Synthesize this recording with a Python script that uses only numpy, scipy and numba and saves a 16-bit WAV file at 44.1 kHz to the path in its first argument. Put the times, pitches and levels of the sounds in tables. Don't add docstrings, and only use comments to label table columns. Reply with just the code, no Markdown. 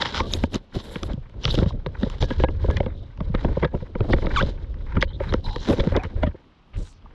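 import sys
import numpy as np
from scipy import signal
from scipy.fft import rfft, irfft, next_fast_len
from scipy.io import wavfile
from scipy.ndimage import uniform_filter1d, map_coordinates
from numba import njit

SR = 44100
rng = np.random.default_rng(int(sys.argv[2]) if len(sys.argv) > 2 else 0)


def nominal_scale(level):
    x = np.asarray(level, float) / 20
    return 10 ** x


def inscribe(sig):
    pcm = np.round(np.clip(np.atleast_2d(sig).T, -1, 1) * 32767)
    wavfile.write(sys.argv[1], SR, pcm.astype(np.int16))


N = 314864

# f/Hz, width per pass/Hz, relative level/dB
SCRAPE_PEAKS = [(3046, 740, -2.5), (3950, 760, 10.5), (4546, 1600, 6), (5370, 1240, 2.5),
                (6660, 1800, -19.5)]
# f/Hz, width per pass/Hz, relative level/dB
SQUELCH_PEAKS = [(908, 264, 5), (1554, 366, 6), (2020, 660, 3.5), (2590, 940, -11.5)]


def unit(x):
    return x / np.sqrt(np.mean(x ** 2) + 1e-20)


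def curves(rows):
    t_s, *columns = np.transpose(rows)
    return [np.interp(np.arange(N) / SR, t_s, column) for column in columns]


def wobble(knots_per_s):
    knots = rng.standard_normal(int(N * knots_per_s / SR) + 4)
    return map_coordinates(knots, [np.arange(N) * knots_per_s / SR])


def filtered(x, response):
    size = next_fast_len(N + 8192)
    return irfft(rfft(x, size) * response(np.fft.rfftfreq(size, 1 / SR)), size)[:N]


def coloured(points):
    f_hz, level_db = np.transpose(points)

    def response(f):
        return nominal_scale(np.interp(np.log(f + 1), np.log(f_hz), level_db, left=-120, right=-120))

    return unit(filtered(rng.standard_normal(N), response))


def resonated(x, peaks):
    def response(f):
        bank = 0
        for k, (f_hz, width_hz, level_db) in enumerate(peaks):
            loss = 1j * f * width_hz
            bank = bank + (-1) ** k * nominal_scale(level_db / 2) * loss / (f_hz * f_hz - f * f + loss)
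        return bank ** 2

    return unit(filtered(x, response))


def blows(times_s, contact_ms, bands_hz, bands_db, crack_db):
    # f/Hz, relative level/dB, undamped t60/s
    case_modes = [(84.4, -2, 0.04), (153.3, 4, 0.018), (365.5, 3, 0.02), (534.5, 4.5, 0.032),
                  (958, -8, 0.029), (1200, -2, 0.0072), (1663, -28, 0.13), (2246, -5.5, 0.0053),
                  (3397, 6, 0.0042), (3727, -11.5, 0.015), (4630, -23.5, 0.0017), (6500, -14, 0.00098),
                  (10600, 7, 0.0022)]
    # from/s, to/s, gain/dB
    free_spans = [(2.15, 2.75, 13), (3.64, 3.7, -4)]
    mode_scatter_db = 2.5
    f_hz, mode_db, t60_s = np.transpose(case_modes)[:, :, None]
    out = np.zeros(N + SR)
    t = np.arange(SR // 10) / SR
    lead = SR // 50
    log_bands = np.log(bands_hz)
    log_grid = np.log(np.fft.rfftfreq(2 * lead, 1 / SR) + 1)
    draws = rng.standard_normal((len(times_s), 2, len(case_modes), 1))
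    crunch = rng.standard_normal((len(times_s), 2 * lead))
    for s, ms, levels_db, (scatter, detune), slips in zip(times_s, contact_ms, bands_db, draws, crunch):
        gains_db = [gain for start, end, gain in free_spans if start < s < end]
        ring_db = mode_db + np.interp(np.log(f_hz), log_bands, levels_db)
        ring_db = ring_db + mode_scatter_db * scatter + sum(gains_db) * (t60_s > 0.05)
        damped_s = t60_s if gains_db else np.minimum(t60_s, 0.04)
        ring = nominal_scale(-60 * t / damped_s) * np.sin(2 * np.pi * (f_hz + 0.95 * detune / t60_s) * t)
        ring *= (1 - np.exp(-0.9 * f_hz * t)) ** 3

        age = np.arange(-lead, lead) / (ms * SR / 1000)
        force = slips * np.exp(np.minimum(2 * age, -age))
        ring = signal.fftconvolve(ring, force[None], axes=1)
        ring *= nominal_scale(ring_db) / np.abs(ring).max(1, keepdims=True)
        crack = irfft(rfft(force) * nominal_scale(np.interp(log_grid, log_bands, levels_db)))
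        crack *= nominal_scale(crack_db) / np.abs(force).max()

        start = round(s * SR)
        out[start:][:ring.shape[1]] += ring.sum(0)
        out[start:][:2 * lead] += crack
    return out[lead:lead + N]


def knocks():
    # t/s, base level/dB, thump re base/dB, edge re base/dB, contact (twice the decay constant)/ms
    knock_rows = [(0.206, -19, -5, 5, 2.5), (0.3387, -33, -13, 5.5, 26), (0.439, -12.5, 0.5, -13, 1.3),
                  (0.5435, -24.5, -4, 4, 1.9), (0.761, -30, 8.5, -47, 1.75), (0.9604, -28.5, 2.5, 9, 1.5),
                  (1.137, -36.5, 12, -14, 2), (1.1778, -38, 12.5, -36, 1.2), (1.4553, -25, 8.5, -17, 18.3),
                  (1.4833, -20, 4.5, -11.5, 9.1), (1.542, -14.5, 1, -40, 0.98),
                  (1.5788, -18, 6.5, -11, 4.7), (1.6235, -14.5, 5, -24, 3.6), (1.637, -24.5, -6, -17, 16),
                  (1.663, -19.5, 12.5, -12.5, 2.1), (1.865, -17, -4, -1.5, 1.1), (2.034, -22, 5.5, -2, 4),
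                  (2.0651, -24, -2, -25, 7.9), (2.2278, -11, -8, -37, 6.5), (2.2398, -20.5, -25, -10, 2),
                  (2.3107, -17, -3.5, -8, 5.2), (2.402, -18, -14, -6.5, 4.5), (2.4397, -2, -2, -10, 0.47),
                  (2.446, -3, -27, -10, 5.6), (2.4885, -12, -1, -7, 2.8), (2.646, -15, -7, -22, 0.52),
                  (2.6881, -15.5, -0.5, -37, 3.8), (2.704, -14, -6, -8.5, 10.3), (2.7724, -23, 4, 9, 11),
                  (2.8062, -11.5, -3.5, -6, 2.7), (2.8342, -24.5, -4, -5, 2.9),
                  (2.8639, -16, -1.5, -6.5, 3.7), (3.2058, -29, 7, -17, 7.6), (3.3, -33, 10, -37, 2.7),
                  (3.346, -18.5, -0.5, -16.5, 4.8), (3.356, -32, -7, 6, 7.1),
                  (3.4502, -11, 3.5, -19.5, 5.5), (3.5724, -12, -3.5, -66, 7.7),
                  (3.631, -14, -0.5, -11, 14), (3.636, -11.5, -9, -9, 15), (3.652, -8.5, -1.5, -8, 8.9),
                  (3.744, -17, 2.5, -36, 4.2), (3.752, -28.5, -18, -6, 6.6), (3.825, -28.5, 3, -47, 11),
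                  (3.9562, -19, -4.5, -13, 4.7), (4.0086, -16, 2, -8.5, 1.2), (4.137, -2.5, 0, -5.5, 8.1),
                  (4.1867, -17, -14, -5, 1.6), (4.2253, -21.5, -14, -6, 6), (4.2496, -21, -4, -17, 13),
                  (4.271, -13, -4, -7.5, 2.6), (4.414, -16, -0.5, -3, 8.7), (4.4306, -14, -8, -43, 1.5),
                  (4.972, -15, 3, -9, 11), (5.0295, -19, -3, 6, 22), (5.205, -18, -21, -12, 7.8),
                  (5.327, -20.5, -19, -1, 0.77), (5.3419, -10, -5.5, -7.5, 1.5), (5.5624, -22, -6, -6, 1.1),
                  (5.7062, -11.5, 2, -10, 2.5), (5.7345, -11.5, -3, -12, 2.6), (5.7865, -22, 5, -51, 4.2),
                  (5.803, -16.5, 8, -0.5, 15), (5.834, -18.5, 2, -15, 3.8), (5.872, -12, 4, -55, 3),
                  (5.9226, -21, -6, -4.5, 4.3), (5.961, -7.5, -8.5, -20, 15), (5.972, -11, -3, -4.5, 7),
                  (6.05, -28.5, 7, -0.5, 43), (6.2359, -12, 2, -9, 16), (6.2709, -24.5, 4.5, -2.5, 17),
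                  (6.346, -33.5, -10, -47, 6)]
    s, db, thump, edge, ms = np.transpose(knock_rows)
    bands_hz = [190, 340, 950, 1900, 4500, 9000]
    bands_db = np.transpose([db + thump, db - 5.0, db - 8.0,
                             db + edge + 3.5, db + edge - 25.0, db + edge - 56.5])
    return blows(s - 0.0027, 0.5 * ms, bands_hz, bands_db, crack_db=10.0)


def ticks():
    # t/s, base level/dB, body re base/dB, sharpness re base/dB
    tick_rows = [(0.014, -23, -13, -26.5), (0.022, -13, 8.5, -29), (0.0248, -19, 5, -26),
                 (0.0277, -21.5, -4.5, -18.5), (0.0652, -16.5, -10, -28), (0.0752, -24, 0, -29),
                 (0.0905, -34, 5, -22), (0.145, -19, 8, -37), (0.1716, -17, 2, -21.5),
                 (0.1781, -19.5, 4, -19.5), (0.0569, -17.5, 8.5, -34), (0.337, -7, -21, -6),
                 (0.4383, -22.5, 16.5, -9), (0.545, -20.5, -9, -1), (0.557, -26, 4.5, 0.5),
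                 (1.0324, -22, 0, -4.5), (1.134, -36, -15, -13), (1.4425, -19.5, -13.5, -24),
                 (1.4535, -5, -3.5, -23), (1.479, -24.5, 15, -13.5), (1.4938, -22, -23, -21),
                 (1.51, -13.5, -37, -15.5), (1.553, -14, -36, -11), (1.5882, -22, 9.5, -12),
                 (1.6312, -30, 17, -37), (1.868, -40, 5, -10), (2.1, -34, 9, -2.5), (2.2259, -16, -4, -27),
                 (2.3048, -26, 8.5, -17), (2.703, -29, 16, -35), (2.7113, -23, 2, -7),
                 (2.77, -17.5, -10, -13), (3.2059, -38, 20, -36), (3.349, -24.5, 11, -84),
                 (3.647, -18.5, 18, -46), (4.126, -22.5, -14, -15), (4.4263, -19.5, -21, -25.5),
                 (5.0166, -16, -18, -14), (5.0264, -3.5, 12, -26), (5.339, -18, 3, -14),
                 (5.5611, -27.5, 6, -23), (5.7104, -23.5, -1, -4.5), (5.729, -24, 5, -5.5),
                 (5.806, -15.5, -8, -32), (5.8387, -23.5, 9, -37), (5.9652, -18.5, -4, -8.5),
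                 (6.036, -35, 20, 4), (6.233, -46, -3, 4), (1.297, -49.5, 10, -4.5), (3.175, -44, 12, -14),
                 (4.743, -50, 15, -22.5), (4.26, -31, -11, -28), (6.928, -50, 5, -4), (7.024, -57, 4, -29)]
    s, db, body, sharp = np.transpose(tick_rows)
    bands_hz = [500, 1700, 3000, 5000, 6800, 10500, 14000]
    bands_db = np.transpose([db + body - 24.0, db + body - 0.5, db - 8.5, db - 0.5,
                             db + sharp, db + sharp - 29.0, db + sharp - 41.5])
    return blows(s - 0.0004, np.full(len(s), 0.6), bands_hz, bands_db, crack_db=8.0)


def moves(rows, rise_db_per_s, fall_db_per_s):
    s, length, *levels_db = np.transpose(rows)[:, :, None]
    t = np.arange(0, N + 128, 64) / SR
    loss_db = np.maximum(rise_db_per_s * (s - t), fall_db_per_s * (t - s - length))
    loss_db = np.maximum(0, loss_db)
    gains = [np.sqrt((nominal_scale(db - loss_db) ** 2).sum(0)) for db in levels_db]
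    return [np.interp(np.arange(N) / SR, t, gain) for gain in gains]


def rubbed(peaks, clumps_per_s, depth_db):
    clumping_db = depth_db * wobble(clumps_per_s) + depth_db * wobble(clumps_per_s * 5)
    return resonated(rng.standard_normal(N) * nominal_scale(clumping_db), peaks)


def grit():
    pops_per_s, spread_db = 700, 3.5
    when, size, sign = rng.random((round(pops_per_s * N / SR), 3)).T
    heights = nominal_scale(-spread_db * np.log(size + 0.03)) * np.sign(sign - 0.5)
    pops = np.bincount((when * N).astype(int), heights, N)
    pops = pops * nominal_scale(2.5 * wobble(90))
    return resonated(pops, SQUELCH_PEAKS), resonated(pops, SCRAPE_PEAKS)


def mouthing():
    # t/s, pressure/dB, rub/dB
    hold_rows = [(0, -40.5, -44), (.5, -31, -54.5), (.66, -57.5, -66.5), (.9, -38, -49),
                 (1.3, -40.5, -68.5), (1.6, -56, -54.5), (1.82, -30, -59.5), (2.3, -31, -48),
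                 (2.75, -14, -49), (3.13, -38, -61), (3.5, -29, -51), (3.92, -37.5, -62),
                 (4.2, -27.5, -39.5), (4.75, -29.5, -61.5), (5.3, -32, -51), (6.1, -34, -52.5),
                 (6.45, -66, -69), (7.14, -46, -96)]
    # t/s, length/s, pressure/dB, drag/dB
    push_rows = [(.04, 0.17, -36.5, -33), (.21, 0.0034, -22, -26.5), (.26, 0.081, -27, -42),
                 (.35, 0.097, -21.5, -32.5), (.54, 0.023, -24.5, -31), (.76, 0.017, -32.5, -33),
                 (1.03, 0.094, -31, -36.5), (1.17, 0.017, -55, -73), (1.36, 0.026, -30.5, -47),
                 (1.46, 0.22, -19.5, -30.5), (1.74, 0.017, -16.5, -42), (1.86, 0.01, -43, -53),
                 (2.03, 0.031, -43, -29.5), (2.22, 0.034, -17.5, -39.5), (2.39, 0.12, -18, -33.5),
                 (2.55, 0.014, -16.5, -46), (2.65, 0.27, -26.5, -36), (3.19, 0.093, -26, -69),
                 (3.34, 0.044, -24.5, -55), (3.45, 0.069, -16.5, -28), (3.62, 0.049, -23, -46.5),
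                 (3.75, 0.014, -29, -29.5), (4.0, 0.04, -19.5, -33.5), (4.09, 0.098, -15.5, -28),
                 (4.23, 0.054, -20, -31.5), (4.34, 0.148, -22, -35.5), (4.95, 0.12, -18, -67.5),
                 (5.13, 0.14, -23.5, -78), (5.27, 0.12, -19, -53), (5.48, 0.0089, -21.5, -51),
                 (5.56, 0.044, -31, -42.5), (5.705, 0.019, -23, -16), (5.8, .05, -36, -21),
                 (5.92, 0.062, -16.5, -26), (6.165, 0.018, -22, -33.5), (6.23, 0.057, -22, -61),
                 (6.78, 0.036, -21.5, -41), (7.06, 0.089, -54, -54.5)]
    # t/s, length/s, squelch/dB, scrape/dB, wet fizz/dB
    stroke_rows = [(.022, 0.011, -33.5, -34.5, -81), (.052, 0.014, -30, -37, -90),
                   (.09, 0.023, -42.5, -44, -85), (.142, 0.063, -35, -36.5, -80),
                   (.21, 0.249, -63, -51, -72), (.32, 0.11, -54.5, -63, -58.5),
                   (.54, 0.026, -44.5, -43, -61), (.75, 0.061, -52, -50, -68.5),
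                   (.84, .23, -57.5, -57.5, -66), (1.1, 0.031, -52.5, -59.5, -95),
                   (1.45, 0.056, -43, -39.5, -86), (1.53, 0.021, -42, -37, -55),
                   (1.57, 0.067, -52, -47.5, -90), (1.67, 0.027, -48.5, -45, -102),
                   (2.0, 0.155, -54.5, -57, -81), (2.21, 0.033, -45, -43, -74.5),
                   (2.29, 0.145, -52.5, -52.5, -98.5), (2.62, 0.22, -49.5, -54, -79),
                   (3.4, 0.27, -50.5, -58.5, -103), (3.6, 0.079, -57.5, -65, -99),
                   (3.75, 0.077, -56.5, -68, -100), (4.02, 0.07, -55, -64.5, -86.5),
                   (4.18, 0.042, -55, -51.5, -74), (4.35, 0.081, -39.5, -46, -83.5),
                   (4.42, 0.077, -48.5, -51, -102), (4.9, 0.1, -49.5, -67, -111.5),
                   (5.22, 0.14, -44.5, -56.5, -77), (5.45, 0.23, -59.5, -54, -75),
                   (5.61, 0.26, -49.5, -51, -81.5), (5.69, .05, -39.5, -43, -59.5),
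                   (5.76, 0.17, -44, -52, -73), (5.9, 0.1, -45, -62.5, -96),
                   (6.035, 0.0078, -36.5, -56, -88), (6.17, 0.12, -57.5, -70, -88),
                   (6.76, .12, -63.5, -64, -82), (7.06, 0.09, -67, -87, -99)]
    # f/Hz, relative density/dB
    pressure_points = [(12, -30.5), (25, 2.5), (45, -2.5), (80, -2.5), (130, -14), (250, -28.5),
                       (600, -31.5)]
    # f/Hz, width per pass/Hz, relative level/dB
    drag_peaks = [(207, 132, -1), (372, 134, 5.5), (499.6, 312, -3)]
    # f/Hz, relative density/dB
    fizz_points = [(5000, -28.5), (7500, -8), (9000, -14.5), (11000, -9), (12800, -19.5), (13600, -50)]
    rest_drag_db, rest_scrape_db = 7, -7.5
    rest_fizz_db, grit_db = -102, 3

    hold_db, rub_db = curves(hold_rows)
    pushing, dragging = moves(push_rows, rise_db_per_s=510, fall_db_per_s=423)
    squelching, scraping, fizzing = moves(stroke_rows, rise_db_per_s=610, fall_db_per_s=890)
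    grip = wobble(25)

    pump = np.hypot(pushing, nominal_scale(hold_db)) * nominal_scale(1.0 * grip)
    pump *= coloured(pressure_points)
    drag = np.hypot(dragging, nominal_scale(rub_db + rest_drag_db)) * nominal_scale(2.0 * grip)
    drag *= rubbed(drag_peaks, clumps_per_s=40, depth_db=3.5)
    squelch = np.hypot(squelching, nominal_scale(rub_db)) * nominal_scale(1.4 * grip)
    squelch *= rubbed(SQUELCH_PEAKS, clumps_per_s=21, depth_db=5.5)
    scrape = np.hypot(scraping, nominal_scale(rub_db + rest_scrape_db)) * nominal_scale(1.8 * grip)
    scrape *= rubbed(SCRAPE_PEAKS, clumps_per_s=88, depth_db=2.5)
    fizz = np.hypot(fizzing, nominal_scale(rest_fizz_db)) * nominal_scale(4.6 * grip + 1.1 * wobble(72))
    fizz *= coloured(fizz_points)

    mouth_pops, shell_pops = grit()
    pops = nominal_scale(grit_db) * (squelching * mouth_pops + scraping * shell_pops)
    return pump + drag + squelch + scrape + fizz + pops


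def wheezes():
    # t/s, length/s, pitch/Hz, width/Hz, starting level/dB
    wheeze_rows = [ (0.008, 0.031, 5040, 1300, -37), (0.05, 0.055, 5010, 1300, -40),
                   (0.142, 0.087, 5330, 1500, -44), (5.6, 0.31, 5630, 2400, -52.5),
                   (0.193, 0.022, 1030, 305, -19), (0.216, 0.057, 1140, 150, -40.5),
                   (0.319, 0.042, 6640, 494, -43), (1.434, 0.08, 5600, 905, -41.5),
                   (1.478, 0.019, 3050, 900, -37), (1.5, 0.023, 3900, 1200, -24),
                   (1.706, 0.0095, 890, 500, -29.5), (2.205, 0.061, 5000, 3000, -43.5),
                   (2.818, 0.37, 3730, 503, -62), (4.105, 0.05, 3950, 2500, -38.5),
                   (4.366, 0.038, 5630, 3500, -41.5), (5.007, 0.04, 6140, 695, -49.5),
                   (5.008, 0.048, 3540, 2020, -33), (5.074, 0.056, 3120, 300, -45.5),
                   (5.078, 0.039, 3880, 700, -48), (5.131, 0.04, 3640, 700, -43),
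                   (5.287, 0.023, 3950, 500, -35), (5.44, 0.033, 3950, 500, -37.5),
                   (5.491, 0.03, 3950, 450, -39.5), (5.519, 0.16, 4040, 450, -49),
                   (5.44, 0.09, 4970, 900, -54), (5.441, 0.15, 878, 254, -37.5),
                   (5.991, 0.044, 746, 80, -28), (5.995, 0.016, 2420, 250, -34),
                   (6.733, 0.045, 1760, 3040, -49.5), (6.768, 0.18, 6500, 5000, -59),
                   (6.901, 0.1, 4900, 2500, -68), (7.057, 0.0089, 1070, 500, -46.5)]
    sag_db = 3
    size = SR // 4
    t = np.arange(size) / SR
    f = np.fft.rfftfreq(size, 1 / SR)
    out = np.zeros(N + SR)
    noise = rng.standard_normal((len(wheeze_rows), size))
    spitting = signal.resample(rng.standard_normal((len(wheeze_rows), 50)), size, axis=1)
    noise *= nominal_scale(2.5 * spitting)
    for (s, length_s, pitch_hz, width_hz, db), row in zip(wheeze_rows, noise):
        band = 1 / (1 + ((f - pitch_hz) / (width_hz / 2)) ** 4)
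        spurt = unit(irfft(rfft(row) * band, size))
        fades = np.clip(np.minimum(t / 0.0022, (length_s - t) / (0.22 * length_s)), 0, 1)
        out[round(s * SR):][:size] += nominal_scale(db - sag_db * t / length_s) * spurt * fades
    return out[:N]


def squeak():
    # t/s, mean slip rate/Hz, relative level/dB
    slip_rows = [(4.36, 1670, -16.5), (4.367, 1320, -23), (4.378, 1129, -24.5), (4.391, 1080, -25),
                 (4.4, 1297, -28), (4.417, 1690, -29)]
    slip_hz, db = curves(slip_rows)
    t = np.arange(N) / SR
    sliding = np.clip(np.minimum(t - slip_rows[0][0], slip_rows[-1][0] - t) / 0.0031, 0, 1)
    phase = 2 * np.pi * np.cumsum(slip_hz * (1 + 0.03 * wobble(500))) / SR
    stack = np.zeros(N)
    for harmonic, harmonic_db in enumerate([3, -7, -7, -14], start=1):
        stack += nominal_scale(harmonic_db + 3.5 * wobble(300)) * np.sin(harmonic * phase)
    stack = filtered(stack, lambda f: 1 / (1 + (f / 4300) ** 12))
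    return sliding * nominal_scale(db + 4.0) * stack


def outdoor_air():
    # f/Hz, relative density/dB
    air_points = [(15, -28.5), (25, 5.5), (238, -1.5), (434, -14), (1150, -11.5), (1800, -22), (2720, -19),
                  (3100, -19), (5500, -32.5), (13100, -71)]
    return nominal_scale(-56) * coloured(air_points)


def scene():
    # t/s, half length/s, depth/dB
    dip = (2.199, 0.005, -22)
    mono = knocks() + ticks() + mouthing() + wheezes() + squeak() + outdoor_air()
    s, half_s, db = dip
    mono = mono * nominal_scale(db * np.exp(-((np.arange(N) / SR - s) / half_s) ** 4))
    return np.array([mono, mono])


@njit
def held(level, top, fall):
    out, peak = np.empty_like(level), top
    for i in range(len(level)):
        peak = max(level[i], top + (peak - top) * fall)
        out[i] = peak
    return out


def limiter(dry):
    top, recovery_s = nominal_scale(-10.5), 0.1
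    peak = held(np.abs(dry[0]), top, np.exp(-1 / (recovery_s * SR)))
    gain = (top / peak) ** 0.83
    return dry * uniform_filter1d(gain, size=256)


def flicker(mono):
    # f/Hz, level re middle/dB
    apart_points = [(300, -84.5), (1000, -33.5), (2100, -35), (3900, -24.5), (7000, -3.5), (12000, -7)]
    hz, _, spectrum = signal.stft(mono, SR, nperseg=1024)
    f_hz, level_db = np.transpose(apart_points)
    field = uniform_filter1d(rng.standard_normal(spectrum.shape), size=60, axis=0)
    field = uniform_filter1d(field, size=4, axis=1)
    level = nominal_scale(np.interp(np.log(hz + 1), np.log(f_hz), level_db))[:, None]
    patches = level * (unit(field) > -0.1)
    turned = np.exp(2j * np.pi * rng.random(spectrum.shape))
    return signal.istft(spectrum * patches * turned, SR, nperseg=1024)[1][:N]


def top_cut(x):
    return signal.sosfilt(signal.butter(12, 13240, fs=SR, output="sos"), x)


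def record(dry):
    limited = limiter(dry)
    mix = limited + np.outer([1, -1], flicker(limited[0]))
    return top_cut(mix)


dry = scene()
out = record(dry)
inscribe(out)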